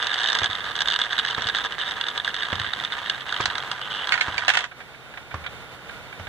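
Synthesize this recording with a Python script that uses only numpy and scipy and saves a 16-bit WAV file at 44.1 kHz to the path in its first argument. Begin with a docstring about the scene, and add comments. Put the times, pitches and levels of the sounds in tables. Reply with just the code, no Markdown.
"""A rubber-band wooden fan car runs on a garden pavement, its loose rotor clattering in the drum
over a dry whirr of wood rubbing wood. As the car is lifted, grit clicks, the rotor scrapes and the
spar knocks; it lands bouncing on its wheels and the rotor stops. Light taps follow. About once a
second something like a bouncing ball thumps farther off and echoes from the houses, over a soft hush."""
import sys
import numpy as np
from scipy import signal
from scipy.fft import rfft
from scipy.io import wavfile

SR = 44100
rng = np.random.default_rng(int(sys.argv[2]) if len(sys.argv) > 2 else 0)


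def wav_out(sig):
    """Save sig, one row per channel (or a flat mono array), as 16-bit PCM at SR to the path in sys.argv[1]."""
    wavfile.write(sys.argv[1], SR, np.round(np.clip(np.atleast_2d(sig).T, -1, 1) * 32767).astype(np.int16))


N = 276948
T = np.arange(N) / SR


def gain_of(db):
    """Decibels to amplitude."""
    return 10 ** (np.asarray(db) / 20)


def unit_rms(x):
    """Scales to rms 1."""
    return x / np.sqrt(np.mean(x ** 2) + 1e-20)


def add(mix, start_s, sound):
    """Mixes a stereo sound in at start_s."""
    part = mix[:, max(round(start_s * SR), 0):][:, :sound.shape[1]]
    part += sound[:, :part.shape[1]]


def wander(per_s):
    """A random curve of roughly unit spread with per_s new values a second."""
    steps = np.clip(rng.standard_normal(size=1024), -2, 2)
    return np.interp(T * per_s, np.arange(len(steps)), steps)


def band(x, low_hz, high_hz):
    """One frequency band of x, in phase with x."""
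    return signal.filtfilt(*signal.butter(2, [low_hz, high_hz], "bandpass", fs=SR), x)


def body(drive, colour, modes=(), size=8192):
    """Rings a body of unit overall gain: colour is its broad stereo EQ, modes are its resonant peaks."""
    hz = abs(np.fft.fftfreq(size, 1 / SR))
    points_hz, *columns = np.transpose(colour)
    left_db, right_db, likeness = (np.interp(np.log(hz + 1), np.log(points_hz + 1), c) for c in columns)
    lift_db = sum(db / (1 + (2 * (hz - f) / width) ** 2) for f, width, db in modes)
    gains = gain_of(np.array([left_db, right_db]) + lift_db)
    gains /= np.sqrt(np.mean(gains.mean(0) ** 2))
    minimum_phase = np.exp(-1j * signal.hilbert(np.log(gains.mean(0))).imag)
    likeness = np.clip(likeness, -1, 1)  # left-right correlation
    # drive[0] reaches both ears, drive[1] only the right
    paths = np.array([gains[0], gains[1] * likeness, gains[1] * np.sqrt(1 - likeness ** 2)])
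    rings = np.fft.fftshift(np.fft.ifft(paths * minimum_phase).real, axes=1)
    rung = signal.fftconvolve(drive[[0, 0, 1]], rings, axes=1)
    left, right_shared, right_own = rung[:, size // 2:][:, :N]
    return np.array([left, right_shared + right_own])


def blows(rows, loose, tail_db, tail_t60, rise_s=0.0019, size=6000, level_band_hz=None):
    """Each row (start_s, level_db, t60_s) is a click, chatter and a tail; loose is the chatter's share."""
    t, hz = np.arange(size) / SR, np.fft.rfftfreq(size, 1 / SR)
    drive = np.zeros((2, N))
    swell = 1 - np.exp(-t / rise_s)
    for s, db, t60 in rows:
        chatter, tail = swell * rng.standard_normal((2, 2, size))
        chatter = np.sqrt(loose) * unit_rms(chatter * gain_of(-60 * t / t60))
        tail = gain_of(tail_db) * unit_rms(tail * gain_of(-60 * t / tail_t60))
        blow = (chatter + tail) / np.sqrt(size)
        blow[0, 0] += np.sqrt(1 - loose)  # the click
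        if level_band_hz:  # set the blow's strength within this band
            inside = (hz > level_band_hz[0]) & (hz < level_band_hz[1])
            blow[0] /= np.sqrt(np.mean(abs(rfft(blow[0])[inside]) ** 2))
        blow[1] *= np.linalg.norm(blow[0]) / np.linalg.norm(blow[1])
        add(drive, s, gain_of(db) * blow)
    return drive


BLADES_PER_S = 96
CHATTER_T60_S, HARD_HIT_DB = .01, -22.7  # hits above this level chatter longer and crack
# the drum's resonances: pitch_hz, width_hz, lift_db
DRUM_MODES = [(449.7, 19, 9), (740, 67, 6.5), (970, 40, 8.5), (1224, 86, 6.5), (1622, 58, 5.5),
              (1743, 170, 2.5), (3555, 290, 3.5), (4700, 250, 4), (5970, 110, 4), (6422, 110, 3)]


def drum(drive, colour, detune):
    """The rotor's contact wanders between three spots of the drum, tuned low, middle and high."""
    spot = np.clip(np.round(wander(BLADES_PER_S / 2)), -1, 1)
    out = np.zeros((2, N))
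    for k in (-1, 0, 1):
        modes = [(hz * (1 + detune * k), width, db) for hz, width, db in DRUM_MODES]
        out += body(drive * (spot == k), colour, modes)
    return out


# how hard the rotor rubs: time_s, level_db
RUBBING = [(0, -28), (0.44, -28), (0.62, -31.5), (1.34, -30), (2.22, -32.5), (3.12, -32.5), (3.25, -36),
           (3.35, -30.5), (3.881, -36), (4.12, -30.5), (4.64, -32)]
# moments when it spins clear of the drum: centre_s
LULLS = [0.49, 0.628, 0.74, 0.842, 0.972, 1.09, 1.345, 1.525, 1.69, 1.768, 1.95, 2.135, 2.228, 2.325, 2.89,
         3.245]


def rotor_level(lull_db=-8, lull_half_s=.013, stop_s=4.65, stop_db_per_s=1100):
    """The rotor's contact strength sinks in each lull and dies quickly when the rotor stops."""
    clear = sum(np.exp(-((T - s) / lull_half_s) ** 2) for s in LULLS)
    stop_db = stop_db_per_s * np.maximum(T - stop_s, 0)
    return gain_of(np.interp(T, *np.transpose(RUBBING)) + lull_db * clear - stop_db)


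# dry, midrange rub: freq_hz, left_db, right_db, likeness
WHIRR_COLOUR = [(208, -31, -14, -1.44), (420, -13.5, -11.5, 0.91), (1020, -2.5, -2.5, 1),
                (1670, -1.5, 3.5, 0.97), (1960, -3.5, 4.5, -0.33), (2350, -7.5, -8, -0.22),
                (3170, -5, 0, 0.19), (4240, -14.5, -12.5, 0.93), (4600, -24, -20, 1),
                (5300, -23, -26, 0.89), (6300, -25, -23.5, 0.91), (8940, -26, -31, 1),
                (9800, -51, -61, -0.98), (15000, -43, -47, 0.62)]


def whirr(level_db=-1.5, slips_per_s=1500, spread_db=3):
    """Wood rubs on wood in tiny slips of uneven strength."""
    slips = rng.random(N) < slips_per_s / SR
    strength = gain_of(spread_db * np.minimum(rng.exponential(1, N), 4))
    drive = unit_rms(slips * strength * rng.standard_normal((2, N)))
    return drum(drive * rotor_level() * gain_of(level_db), WHIRR_COLOUR, detune=.018)


def blade_ticks(level_db=20, scatter_db=4.5, jitter=0.1417):
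    """The passing blades tick lightly on the drum, slightly out of step."""
    passes = np.arange(int(5.1 * BLADES_PER_S))
    late, force = np.clip(rng.standard_normal((len(passes), 2)).T, -2, 1)
    starts = (passes + jitter * late) / BLADES_PER_S
    rows = [(s, db, CHATTER_T60_S) for s, db in zip(starts, level_db + scatter_db * force)]
    return blows(rows, loose=0.5, tail_db=-8.5, tail_t60=0.012, size=1000) * rotor_level()


# regions of the drum's ring that each blade favours differently: low_hz, high_hz, spread_db
STRIKE_BANDS = [(1400, 1900, 2), (1900, 2500, 3), (2750, 3300, 2.5), (3500, 4400, 2), (4960, 7400, 4)]
# bright, woody clack: freq_hz, left_db, right_db, likeness
CLACK_COLOUR = [(245, -28.5, -28, 1.5), (790, -22.5, -23, 0.6), (1183, -12, -13.5, 2.5),
                (1667, -9, -0.5, 0.62), (2085, -15, -9, 0.06), (2630, -25, -31, -1),
                (2846, -5.5, -7.5, 1.5), (3775, -6, -1, 1), (3897, -15.5, -8, 0.5), (4860, -31, -19, -1.5),
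                (5650, -20, -27, -3), (5780, -35.5, -28.5, 2.2), (7920, -28, -40.5, -2.13),
                (7980, -23.5, -21, -1), (9600, -56, -71, 4.5)]


def clatter(hard_db=23.5):
    """Light ticks and hard strikes ring the drum; each blade hits its own spot, so the tone shifts."""
    drive = blade_ticks() + gain_of(hard_db) * hard_strikes()
    shifts = sum((gain_of(spread_db * wander(BLADES_PER_S)) - 1) * band(drive, low, high)
                 for low, high, spread_db in STRIKE_BANDS)
    return drum(drive + shifts, CLACK_COLOUR, detune=.028)


# the outdoor bed, which dips briefly near 4.7 s: time_s, level_db
YARD_LEVEL = [(0, -40.5), (4.0, -40.5), (4.72, -44.5), (4.9, -44), (5.3, -42), (6.28, -40.5)]
# low rumble and soft air: freq_hz, left_db, right_db, likeness
YARD_COLOUR = [(22, 6, 6.5, -1.2), (66, -6.5, -5, 0.024), (143, -5.5, -1.5, 0.2), (315, -8, -7, 0.63),
               (715, -4, -4.5, 0.97), (1490, -10, -5, 0.94), (2580, -8, -4, -1.18),
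               (3580, -14, -12.5, 0.81), (4400, -28, -12.5, -0.88), (5340, -20, -22.5, -0.42),
               (14900, -33.5, -33, 0.14)]
# peaks in the hush: pitch_hz, width_hz, lift_db
YARD_MODES = [(71.4, 7.4, 5.2), (126.6, 6, 13.6), (463, 57, 3.9), (1440, 190, 7.3), (3650, 190, 7.7)]


def yard(waver_db=1.5, wavers_per_s=19):
    """Gently wavering outdoor hush."""
    level_db = np.interp(T, *np.transpose(YARD_LEVEL)) + waver_db * wander(wavers_per_s)
    return body(rng.standard_normal((2, N)) * gain_of(level_db), YARD_COLOUR, YARD_MODES)


# single hits of the loose rotor on its drum: start_s, level_db
CLACKS = [(0.0267, -22.5), (0.0436, -23.5), (0.0693, -18.5), (0.1158, -24.0), (0.1317, -23.0),
          (0.1415, -19.0), (0.2052, -25.0), (0.215, -24.0), (0.2333, -22.5), (0.242, -21.0),
          (0.2591, -19.5), (0.2735, -23.0), (0.2868, -16.5), (0.3005, -16.0), (0.3205, -23.0),
          (0.3299, -21.0), (0.3509, -16.5), (0.3707, -23.0), (0.3877, -20.5), (0.4327, -20.0),
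          (0.4428, -16.0), (0.4592, -21.5), (0.5307, -25.0), (0.5525, -24.5), (0.7541, -23),
          (0.7634, -23.5), (0.79, -22.5), (0.8061, -17.5), (0.8185, -17.5), (0.8575, -21.5),
          (0.8743, -18.0), (0.8844, -18.0), (0.9015, -21.0), (0.9107, -20.5), (0.9215, -19.0), (0.934, -22),
          (0.9393, -19.5), (0.9515, -24.0), (0.9608, -18.0), (0.9902, -21.5), (0.9992, -24.0),
          (1.016, -15.5), (1.0374, -22.5), (1.1235, -23.0), (1.1302, -22.5), (1.1812, -21.5),
          (1.1885, -15.0), (1.1959, -16.5), (1.2498, -23.0), (1.2847, -23.5), (1.309, -24.5), (1.3475, -25),
          (1.421, -23.5), (1.4423, -23.5), (1.4702, -21.5), (1.478, -23), (1.4876, -21.5), (1.4979, -23.5),
          (1.5486, -20.5), (1.558, -22.5), (1.5681, -22.5), (1.5763, -25.0), (1.5853, -22.0),
          (1.7221, -24.5), (1.8136, -25.0), (1.9104, -25.0), (1.9188, -23.5), (2.0117, -19.5),
          (2.0397, -24.0), (2.067, -25.0), (2.0852, -20.5), (2.1769, -19.0), (2.1992, -23.5),
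          (2.2471, -22.5), (2.2774, -24.0), (2.289, -26.0), (2.3427, -20.0), (2.3515, -24.5),
          (2.3645, -23.0), (2.4223, -24.5), (2.4319, -23), (2.451, -24.5), (2.5205, -24.5), (2.5295, -23.0),
          (2.5548, -25.0), (2.5975, -21.0), (2.6161, -23.5), (2.7345, -21.0), (2.8001, -24.0),
          (2.838, -24.0), (2.8493, -18.5), (2.9218, -23.5), (2.9306, -24.5), (3.0978, -15.0), (3.208, -28),
          (3.325, -23.0), (3.3426, -22.5), (3.3642, -23.0), (3.501, -24.0), (3.554, -22.5), (3.582, -25.0),
          (3.625, -26.0), (3.715, -19.5), (3.8152, -27.0), (4.0722, -22.0), (4.0921, -22.0)]


def hard_strikes(bite_db=4, unwind_s=1.1, rise_s=.0007, chatter_s_per_db=.0012, low_lag=.5):
    """Harder hits are brighter and longer, with a scratchy bite while the rubber band is wound tight."""
    singles = [(s, db, CHATTER_T60_S + chatter_s_per_db * max(db - HARD_HIT_DB, 0)) for s, db in CLACKS]
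    rows = sorted(singles + rattles())
    drive = blows(rows, loose=0.64, tail_db=-12.5, tail_t60=0.07, rise_s=rise_s, size=4000,
                  level_band_hz=(2900, 3800))  # the drum's main ring
    starts, levels_db, _ = np.transpose(rows)
    latest_hit = np.maximum(np.searchsorted(starts, T + rise_s) - 1, 0)
    excess_db = np.maximum(levels_db[latest_hit] - HARD_HIT_DB, 0)
    # the low ring grows less with force than the main one
    low_cut = (gain_of(-low_lag * excess_db) - 1) * band(drive, 1100, 2400)
    bite = gain_of(bite_db) * np.exp(-T / unwind_s) * band(drive, 5300, 7400)
    return drive + low_cut + bite


# sharp treble edge: freq_hz, left_db, right_db, likeness
CRACK_COLOUR = [(1520, -26, -26, 0.63), (2220, -0.5, 8.5, 0.19), (4301.6, 4, 10, 0.2), (5130, -8, -9, 0.64),
                (6300, -3, -3.5, 0.41), (8340, -13, -19, 0.28), (10000, -25, -34, 0.33),
                (14900, -31, -28, 0.46)]


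def cracks(level_db=-13, growth=.9):
    """The hardest strikes add a short, bright crack of bare wood on wood."""
    rows = [(s, level_db + growth * (db - HARD_HIT_DB), .008) for s, db in CLACKS if db > HARD_HIT_DB]
    return body(blows(rows, loose=.4, tail_db=-14, tail_t60=.03, size=2000), CRACK_COLOUR)


# softer runs of blade strikes between the clacks: start_s, length_s, level_db
RATTLES = [(0.181, 0.023, -27), (0.501, 0.018, -26), (0.642, 0.028, -28), (1.047, 0.02, -28),
           (1.108, 0.015, -27), (1.262, 0.07, -27), (1.598, 0.028, -27), (1.641, 0.035, -27),
           (1.789, 0.056, -28), (1.86, 0.045, -27), (2.39, 0.028, -28), (2.645, 0.05, -28),
           (3.06, 0.03, -30), (3.292, 0.03, -29), (3.42, 0.035, -27), (3.903, 0.09, -29)]


def rattles(hits_per_s=108, fade_db=-3, scatter_db=2, jitter=.1, max_hits=12):
    """Rows for blows: in each run the blades strike at a nearly even rate, weakening towards the end."""
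    rows, hit = [], np.arange(max_hits)
    for start_s, length_s, db in RATTLES:
        late, force = np.clip(rng.standard_normal((2, max_hits)), -1.5, 1.5) * (hit > 0)
        ages = (hit + jitter * late) / hits_per_s
        levels_db = db + fade_db * ages / length_s + scatter_db * force
        shares = np.clip(length_s * hits_per_s - hit, 0, 1)  # softens the last hit
        rows += [(start_s + age, hit_db + 20 * np.log10(share), CHATTER_T60_S)
                 for age, hit_db, share in zip(ages, levels_db, shares) if share > 0]
    return rows


# distant bounces: start_s, boom_db, slap_db
THUMPS = [(0.416, -33.5, -21), (1.379, -32, -20), (2.527, -29.5, -21), (3.402, -30.5, -19),
          (4.281, -32, -22.5), (5.342, -31.5, -24.5), (6.196, -36, -30)]
# the direct sound, then its echoes off the houses: delay_s, gain_db
ARRIVALS = [(0, 2.5), (0.036, -8.5), (.076, -3), (.145, -10.5)]
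# deep, round boom: freq_hz, left_db, right_db, likeness
BOOM_COLOUR = [(25, -10, -19, .3), (53.7, -9, -1, 0.73), (97, 8, 8, 0.87), (140, -3.5, -1.5, 0.91),
               (220, -6, -3.5, 0.76), (400, -16, -42, 0.98), (1500, -86, -89, .9)]
# soft midrange slap: freq_hz, left_db, right_db, likeness
SLAP_COLOUR = [(170, -8, -11, 0.87), (340, -8, -7.5, 0.82), (754, -6, -3.5, 1), (1180, -1.5, 0.5, 1),
               (2060, -17, -2.5, 0.46), (3630, -37, -15, 0.067), (6130, -35, -23, 0), (13900, -63, -64, 0)]


def thumps(boom_db=24, slap_db=18.5, echo_slap_db=-9, second_slap_s=.013, second_slap_db=-7):
    """A low boom with a soft double slap; the walls send it back duller."""
    booms = [(s + delay, db + path_db, .05) for s, db, _ in THUMPS for delay, path_db in ARRIVALS]
    slaps = [(s + delay, db + path_db + echo_slap_db * (delay > 0), .026)
             for s, _, db in THUMPS for delay, path_db in ARRIVALS]
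    slaps += [(s + second_slap_s, db + second_slap_db, .026) for s, _, db in THUMPS]
    boom = body(blows(booms, loose=0.12, tail_db=-7, tail_t60=0.22), BOOM_COLOUR)
    slap = body(blows(slaps, loose=.9, tail_db=-6, tail_t60=.11, rise_s=.0012), SLAP_COLOUR)
    return gain_of(boom_db) * boom + gain_of(slap_db) * slap


# the hand closes on the frame: time_s, grip_share
GRIP = [(3.15, 0), (3.45, 0.75)]
# the held car's ring sinks and turns hollow: centre_hz, width_hz, change_db
GRIP_EQ = [(1690, 300, -7), (1500, 80, 5), (880, 380, 4), (2960, 160, -6), (3610, 260, -16)]


def hand_grip(sound):
    """The hand damps some resonances of the frame and lets others through."""
    grip = np.interp(T, *np.transpose(GRIP))
    change = sum((gain_of(db) - 1) * signal.lfilter(*signal.iirpeak(hz, hz / width, SR), sound)
                 for hz, width, db in GRIP_EQ)
    return sound + grip * change


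# clicks under the wheels: start_s, level_db
GRIT_CLICKS = [(3.408, -1), (3.456, 7), (4.5, -6), (4.572, -3)]
# bright, dry snap: freq_hz, left_db, right_db, likeness
GRIT_COLOUR = [(400, -10, -10.5, 1), (1360, 9.5, 12, 1), (2460, 3, 7, 0.011), (4130, 7, 9, 0.38),
               (7850, -11, -7, 0.3), (9200, -15, -37, 0.098), (10100, -42, -26, 0), (15000, -45, -47, 0)]


def grit():
    """Grit clicks as the wheels leave and meet the concrete."""
    drive = blows([(s, db, .02) for s, db in GRIT_CLICKS], loose=0.92, tail_db=-8, tail_t60=0.09)
    return body(drive, GRIT_COLOUR)


# drags along the drum wall: start_s, length_s, level_db
SCRAPES = [(3.812, 0.074, -36), (3.9, 0.153, -33)]
# narrow ring near 3 kHz: freq_hz, left_db, right_db, likeness
SCRAPE_COLOUR = [(999, -41, -27, 1), (2600, -24, -11, 0.15), (2950, 3, 4, 0.92), (3620, -3, 1, 0.83),
                 (3700, -21, -27, 1), (6000, -50, -52, 0)]


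def scrape(rasp_db=9, edge_s=0.0065):
    """The lifted rotor rubs steadily on the drum, rasping at the blade rate."""
    level = sum(gain_of(db) * np.clip(np.minimum(T - s, s + length - T) / edge_s, 0, 1)
                for s, length, db in SCRAPES)
    rasp = gain_of(rasp_db * np.sin(2 * np.pi * BLADES_PER_S * T))
    return body(unit_rms(rng.standard_normal((2, N)) * rasp) * level, SCRAPE_COLOUR)


# knocks on the held spar: start_s, level_db, low_modes_change_db
KNOCKS = [(4.1217, -6, 0.5), (4.131, -14, 3), (4.14, -11, 4), (4.177, -17, 7), (4.21, -5.5, 0.5),
          (4.38, -9, -7), (4.421, -28, 17.5)]
# light wooden frame: freq_hz, left_db, right_db, likeness
FRAME_COLOUR = [(150, -46, -53, -1.2), (437, -24, -23, 1), (690, -8.5, -10, 0.96), (1020, -14, -16, 1),
                (1635, -13, 0.5, 0.96), (2220, -14, -2, -1.03), (2440, -6.5, -6, -0.67),
                (3500, -8.5, -3.5, -0.15), (4300, -20, -15.5, 0.16), (4850, -18, -16.5, -0.73),
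                (6500, -21.5, -19, -0.22), (9100, -30.5, -32.5, 0.58), (9900, -46, -48, -0.065),
                (15000, -45, -60, 0.07)]
# the frame's resonances: pitch_hz, width_hz, lift_db
FRAME_MODES = [(1470, 40, 6), (1680, 36, 5), (1830, 50, 6), (2300, 130, 2), (2670, 70, 8)]


def frame_knocks(level_db=9):
    """Each knock in the hand briefly rattles the light parts of the frame."""
    drive = blows([(s, db, .014) for s, db, _ in KNOCKS], loose=.6, tail_db=-1, tail_t60=0.16)
    return gain_of(level_db) * body(band(drive, 400, 14000), FRAME_COLOUR, FRAME_MODES)


# bending modes of the long spar: pitch_hz, level_db, t60_s, left_ear_db
SPAR_MODES = [(1260, -14, .045, -1), (1510, -7.5, .08, -6), (1840, -7, .07, -14), (2210, 0, .035, -9),
              (2420, -5, .03, -7), (2900, -11, .035, -1), (4430, -6, .032, -9), (5000, -20, .025, 1),
              (6650, -21, .024, -1)]


def spar_ring(level_db=-2.5, left_lag_s=.00012, low_modes_below_hz=2000):
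    """Off the ground, each knock rings the spar; the sound reaches the left ear a little later."""
    t, out = np.arange(8000) / SR, np.zeros((2, N))
    left_only = np.array([[1], [0]])
    age = np.maximum(t - left_lag_s * left_only, 0)
    for s, knock_db, low_db in KNOCKS:
        detune = 1 + 0.03 * rng.standard_normal(len(SPAR_MODES))
        for k, (hz, mode_db, t60, left_db) in enumerate(SPAR_MODES):
            peak_db = level_db + knock_db + mode_db + low_db * (hz < low_modes_below_hz)
            envelope = gain_of(peak_db + left_db * left_only - 60 * age / t60)
            add(out, s, (-1) ** k * envelope * np.sin(2 * np.pi * hz * detune[k] * age))
    return signal.lfilter(*signal.butter(2, [900, 8000], "bandpass", fs=SR), out)


# the wheels land, bounce and settle: start_s, level_db
LANDINGS = [(4.481, -3), (4.491, -5), (4.501, -6), (4.511, -22), (4.537, -12.5), (4.545, -11.5),
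            (4.552, -9.5), (4.5717, -4.5), (4.589, -13), (4.606, -17), (4.641, -16)]


def landings(level_db=14.5, hollow_hz=775, hollow_db=-19.5, hollow_t60=.08):
    """On its wheels the whole frame clatters; the first touchdown rings a hollow note."""
    drive = blows([(s, db, .014) for s, db in LANDINGS], loose=.7, tail_db=-6.5, tail_t60=0.13)
    out = gain_of(level_db) * body(drive, FRAME_COLOUR, FRAME_MODES)
    t = T[T < hollow_t60]
    note = gain_of(hollow_db - 60 * t / hollow_t60) * np.sin(2 * np.pi * hollow_hz * t)
    add(out, LANDINGS[0][0], np.array([note, note]))
    return out


# light taps and scuffs: start_s, level_db, t60_s
TAPS = [(4.712, -26, 0.08), (4.8025, -23.5, 0.09), (4.943, -29, 0.05), (5.137, -26, 0.05),
        (5.173, -21, 0.044), (5.309, -22.5, 0.2), (5.439, -22.5, 0.073), (5.463, -14, 0.02),
        (5.892, -22.5, 0.036), (6.126, -25, 0.028), (6.269, -22.5, 0.021)]
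# dull wooden tap: freq_hz, left_db, right_db, likeness
TAP_COLOUR = [(450, -26, -23, 0.8), (720, -3.5, -5, 1), (950, -8, -10, 1), (1560, -3.5, 6, 1),
              (2270, -9.5, -3, -0.88), (2840, -8, -4, -0.73), (3740, -16, -12.5, 0.98),
              (4340, -26, -19, -0.4), (14000, -45, -49, -0.14)]
# the resting car's resonances: pitch_hz, width_hz, lift_db
TAP_MODES = [(730, 45, 4), (1610, 70, 4), (2300, 130, 11)]


def taps(level_db=14, firm_db=-16, ring_db=2):
    """Small, dull contacts around the resting car; a firm one wakes its hollow note and bright ring."""
    drive = blows(TAPS, loose=0.97, tail_db=-6.5, tail_t60=0.089)
    ring_rows = [(s, 2 * db - firm_db + ring_db, t60) for s, db, t60 in TAPS]  # 2 dB per dB of tap
    ring = blows(ring_rows, loose=1, tail_db=-6, tail_t60=.1)
    hollow, bright = band(ring, 650, 800), 2 * band(ring, 3100, 4100)
    return gain_of(level_db) * body(drive + hollow + bright, TAP_COLOUR, TAP_MODES)


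def scene():
    """The rotor, the handling of the car and the garden around it."""
    rotor = hand_grip(clatter() + whirr()) + cracks() + scrape()
    handling = frame_knocks() + spar_ring() + landings() + grit() + taps()
    return rotor + handling + thumps() + yard()


def record(dry, low_cut_hz=30, high_cut_hz=15350):
    """The microphone's bass roll-off, the full-scale limit, then the band limit."""
    thinned = signal.lfilter(*signal.butter(2, low_cut_hz, "highpass", fs=SR), dry)
    low_pass = signal.firwin(401, high_cut_hz, window=("kaiser", 8), fs=SR)
    return signal.oaconvolve(np.clip(thinned, -1, 1), low_pass[None], "same")


dry = scene()
out = record(dry)
wav_out(out)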